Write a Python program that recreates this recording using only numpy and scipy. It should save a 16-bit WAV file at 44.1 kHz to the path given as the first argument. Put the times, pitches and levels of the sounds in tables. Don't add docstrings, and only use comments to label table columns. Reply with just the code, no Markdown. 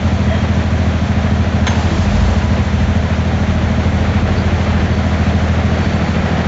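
import sys
import numpy as np
from scipy import signal
from scipy.fft import rfft, irfft
from scipy.io import wavfile

SR = 44100
rng = np.random.default_rng(int(sys.argv[2]) if len(sys.argv) > 2 else 0)


def bounce(signal):
    frames = np.transpose(np.atleast_2d(signal))
    limited = np.clip(frames, -1, 1)
    pcm = np.round(limited * 32767).astype(np.int16)
    wavfile.write(sys.argv[1], SR, pcm)


N = 285327
TIME = np.arange(N) / SR
FREQ = np.maximum(np.arange(N + 1) * SR / (2 * N), 1)

TURN_START_S, TURN_S = 2.35, 6.05


def undb(db):
    return 10 ** (np.asarray(db) / 20)


def unit(x):
    return x / np.sqrt(np.mean(x ** 2))


def filtered(x, response):
    return irfft(rfft(x, 2 * N) * response)[:N]


def colour(x, points):
    hz, db = np.transpose(points)
    return filtered(x, undb(np.interp(np.log(FREQ), np.log(hz), db)))


def resonance(hz, width):
    return 1 / (1 + 1j * (FREQ / hz - hz / FREQ) * hz / width)


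def noise():
    return rng.standard_normal(N)


def walk(rate_hz):
    return unit(filtered(noise(), np.exp(-(FREQ / rate_hz) ** 2)))


def sine(hz):
    return np.sqrt(2) * np.sin(2 * np.pi * np.cumsum(hz) / SR)


def pulses(times, sizes):
    inside = (times > 0) & (times < TIME[-1])
    return np.bincount((times[inside] * SR).astype(int), sizes[inside], N)


def ease(start, length):
    return .5 - .5 * np.cos(np.pi * np.clip((TIME - start) / length, 0, 1))


def swell(start, attack, hold, release):
    return ease(start, attack) - ease(start + attack + hold, release)


def machines_db(start_db=-24.5, turn_db=3.5):
    return start_db + turn_db * ease(TURN_START_S, TURN_S)


# frequency in Hz, relative level in dB.
WASH_COLOUR = [(300, -21.5), (1000, -3.5), (2000, -3), (2800, -4), (3300, 1.5), (3750, -2.5), (4450, -4.5),
               (4950, -12), (5400, -5.5), (6300, -5.5), (7400, -12)]
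# mean pitch in Hz, level in dB.
WHINES = [(429.5, -44), (630, -38), (992, -42.5), (2395, -49.5), (6358, -68.5)]


def mill(wash_db=-36.5, turn_db=0.2, flicker_db=0.88, drift_hz=2.48):
    level_db = wash_db + turn_db * ease(TURN_START_S, TURN_S) + flicker_db * walk(27)
    wash = unit(colour(noise(), WASH_COLOUR)) * undb(level_db)
    whine = sum(undb(db) * sine(hz + drift_hz * walk(7.25)) for hz, db in WHINES)
    return wash + whine


# frequency in Hz, relative level in dB.
RUMBLE_COLOUR = [(15, -8.5), (30, -12), (48, 1.5), (62, 6.5), (90, 2), (140, 0), (200, 1.5), (270, -3.5),
                 (340, -11), (500, -25.5), (1500, -74)]


def rumble(below_clatter_db=-1.5):
    return unit(colour(noise(), RUMBLE_COLOUR)) * undb(machines_db() + below_clatter_db)


# time of the peak in seconds, centre in Hz, resonance width in Hz, level in dB, length in seconds.
DISTANT_SOUNDS = [(0.33, 650, 37, -23, 0.056), (.32, 1900, 350, -31, .12), (.37, 3250, 90, -40, .24),
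                  (1.93, 329, 20, -28.5, .24), (2.44, 975, 40, -31, .06), (3.16, 4800, 293, -44, .04),
                  (4.392, 4830, 80, -38.5, 0.05), (4.39, 4480, 123, -39, .06), (4.95, 4500, 80, -45.5, .1),
                  (5.95, 4500, 55, -44, 0.43)]


def distant_sounds():
    out = np.zeros(N)
    for peak, hz, width, db, length in DISTANT_SOUNDS:
        sound = unit(filtered(noise(), resonance(hz, width) ** 2))
        out += sound * undb(db) * np.exp(-(2 * (TIME - peak) / length) ** 2)
    return out


# frequency in Hz, relative level in dB.
HISS_COLOUR = [(150, -20), (330, -4.5), (900, 2.5), (1600, -5.5), (3200, -9), (5000, -13), (6500, -14.5),
               (7500, -18.5)]


def rush(start=1.65, attack=0.074, hold=.46, fall_db_per_s=19, level_db=-28, flutter_db=1.5):
    fading = np.maximum(TIME - start - attack - hold, 0)
    db = level_db - fall_db_per_s * fading + flutter_db * walk(25)
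    return unit(colour(noise(), HISS_COLOUR)) * ease(start, attack) * undb(db)


def squeal(start=1.66, length=.38, from_hz=1030, to_hz=595, level_db=-31, waver=0.012):
    progress = np.clip((TIME - start) / length, 0, 1)
    hz = from_hz * (to_hz / from_hz) ** progress * (1 + waver * walk(40))
    return sine(hz) * np.sin(np.pi * progress) * undb(level_db)


# start in seconds, crack gain in dB, ringing gain in dB.
CLANK_BLOWS = [(1.668, 7, 1.5), (1.673, -5, -15), (1.677, 2, -8), (1.681, -13, -22)]
# pitch in Hz, relative level in dB, time to fall 60 dB in seconds.
STEEL_MODES = [(1020, -20, .07), (1560, -25, .06), (2164, -21.5, .06), (3150, -25, .04), (3450, -26, .03),
               (4000, -23, .06), (5200, -39, .1), (6355, -29, .2), (6410, -35, .17)]
# frequency in Hz, relative level in dB.
CRACK_COLOUR = [(200, -12), (500, -4), (1050, 0), (1300, -7), (1600, -.5), (2300, -3.5), (2800, -6),
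                (3400, -5.5), (3900, -12), (4600, -19), (7500, -22)]


def clank(crack_db=-17.0, crack_t60=0.034, tail_db=-38, tail_t60=0.97):
    out = np.zeros(N)
    crack = unit(colour(noise(), CRACK_COLOUR))
    tail = unit(colour(noise(), CRACK_COLOUR))
    tones = [np.sin(2 * np.pi * (hz * TIME + rng.random())) for hz, _, _ in STEEL_MODES]
    for start, blow_db, ring_db in CLANK_BLOWS:
        age = np.maximum(TIME - start, 0)
        ring = sum(tone * undb(db - 60 * age / t60) for tone, (_, db, t60) in zip(tones, STEEL_MODES))
        burst = crack * undb(crack_db - 60 * age / crack_t60)
        burst += tail * undb(tail_db - 60 * age / tail_t60)
        out += (TIME >= start) * (undb(ring_db) * ring + undb(blow_db) * burst)
    return out


FORKLIFT_IDLE_HZ, FORKLIFT_IDLE_DB = 37.97, -38
# start, rise, hold and release in seconds, firing rate reached in Hz.
THROTTLE_PRESSES = [(1.721, .78, .2, .44, 63.8), (3.217, .5, .45, 1.5, 47.5), (4.7, .3, 0.66, 0.31, 40.35)]


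def revs(throttle_db=10, knee_hz=4.1, load_db_per_hz_s=0.095):
    lifts = [(hz - FORKLIFT_IDLE_HZ) * swell(start, rise, hold, release)
             for start, rise, hold, release, hz in THROTTLE_PRESSES]
    lift = np.max(lifts, axis=0)
    pull = np.maximum(np.gradient(lift) * SR, 0)
    level_db = FORKLIFT_IDLE_DB + throttle_db * np.tanh(lift / knee_hz) + load_db_per_hz_s * pull
    return FORKLIFT_IDLE_HZ + lift, level_db


# frequency in Hz, relative level in dB.
WHIRR_COLOUR = [(150, -11.5), (290, 2.5), (480, -0.5), (850, -3.5), (1400, -7), (3500, -22), (7400, -37)]


def whirr(whirr_db=-39, db_per_hz=1.3, top_db=8, early_db=-12):
    hz, _ = revs()
    effort_db = np.minimum(db_per_hz * (hz - FORKLIFT_IDLE_HZ), top_db)
    held_back = 1 - ease(3.18, 0.91)
    return unit(colour(noise(), WHIRR_COLOUR)) * undb(whirr_db + effort_db + early_db * held_back)


FORKLIFT_HARMONICS = [-1, -3.5, -8.5, -3, -12, -8, -11, -11.5]
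# frequency in Hz, gain in dB.
SILENCER_GAIN = [(25, -28), (38, -3.5), (47, -0.5), (58, 10.5), (64, 5.5), (80, -1), (120, -2.5), (190, 1),
                 (240, -10.5), (500, -16.5)]


def forklift(rough_db=0.7):
    hz, level_db = revs()
    phase = 2 * np.pi * np.cumsum(hz) / SR
    pipe_hz, pipe_db = np.transpose(SILENCER_GAIN)
    out = np.zeros(N)
    for k, harmonic_db in enumerate(FORKLIFT_HARMONICS, 1):
        db = harmonic_db + np.interp(np.log(k * hz), np.log(pipe_hz), pipe_db)
        out += undb(db) * np.sin(k * phase + 2 * np.pi * rng.random())
    return np.sqrt(2) * out * undb(level_db + rough_db * walk(8))


# frequency in Hz, relative level in dB.
RATTLE_COLOUR = [(170, -36), (290, -3), (410, -4.5), (526, -3), (645, -1), (760, -3), (950, -9.5),
                 (1400, -9), (1930, -9.5), (2790, -16.5), (4080, -22), (5060, -28.5), (7400, -40.5)]


def clatter(cycle, repeat_hz=1400, repeat_share=0.35, knock_db=0.53, flicker_db=0.93):
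    size = int(SR * TIME[-1] / cycle[-1])
    one_cycle = irfft(np.exp(2j * np.pi * rng.random(size // 2 + 1)), size)
    repeating = unit(np.interp(cycle % 1 * size, np.arange(size), one_cycle))
    share = np.clip(repeat_share, 0, 1) / (1 + (FREQ / repeat_hz) ** 2)
    rattle = filtered(repeating, np.sqrt(share)) + filtered(noise(), np.sqrt(1 - share))
    knock = knock_db * np.cos(2 * np.pi * 2 * cycle)
    return unit(colour(rattle, RATTLE_COLOUR)) * undb(machines_db() + knock + flicker_db * walk(25))


PUFF_PLACES = [.05, .247, .405, .579, .714, .895]
PUFF_LEVELS = [-5, -1.5, -10.5, 2.5, -3, -1]
# frequency in Hz, width in Hz, relative level in dB.
PIPE_MODES = [(86.35, 13.06, -1), (114.65, 9.8, -2), (159.4, 7.8, -15), (210.4, 29.8, -10),
              (255.7, 6.4, -20)]


def exhaust(cycle, level_db=-14, turn_db=-0.5, scatter_db=0.95, jitter_s=.00015, outlet_hz=60, low_cut_hz=55):
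    places = (np.arange(int(cycle[-1]) + 1)[:, None] + PUFF_PLACES).ravel()
    chance = rng.standard_normal((len(places), 2))
    times = np.interp(places, cycle, TIME, right=2 * TIME[-1]) + jitter_s * chance[:, 0]
    sizes = undb(np.resize(PUFF_LEVELS, len(places)) + scatter_db * chance[:, 1])
    pipe = sum((-1) ** (k + 1) * undb(db) * resonance(hz, width)
               for k, (hz, width, db) in enumerate(PIPE_MODES))
    outlet = 1 / np.sqrt(1 + (outlet_hz / FREQ) ** 4) / (1 + (low_cut_hz / FREQ) ** 4)
    throb = unit(filtered(pulses(times, sizes), pipe * outlet))
    return throb * undb(level_db + turn_db * ease(TURN_START_S, TURN_S))


# frequency in Hz, change in dB.
THINNER_COLOUR = [(80, -3.5), (120, -3), (160, 5), (210, 0), (300, 1)]


def thinned(drone):
    return drone + ease(5.61, 0.51) * (colour(drone, THINNER_COLOUR) - drone)


def scene():
    cycle_hz = 13.4 + .045 * ease(3.6, 2.4)
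    cycle = np.cumsum(cycle_hz) / SR
    drone = thinned(exhaust(cycle) + rumble())
    steel = clank() + squeal()
    background = mill() + distant_sounds()
    return (background + steel + rush() + whirr() + forklift() + clatter(cycle) + drone)[None]


def record(dry, ceiling=.85, top_hz=7470):
    rounded = dry / (1 + (dry / ceiling) ** 6) ** (1 / 6)
    return signal.sosfilt(signal.ellip(12, .1, 90, top_hz, fs=SR, output="sos"), rounded)


dry = scene()
out = record(dry)
bounce(out)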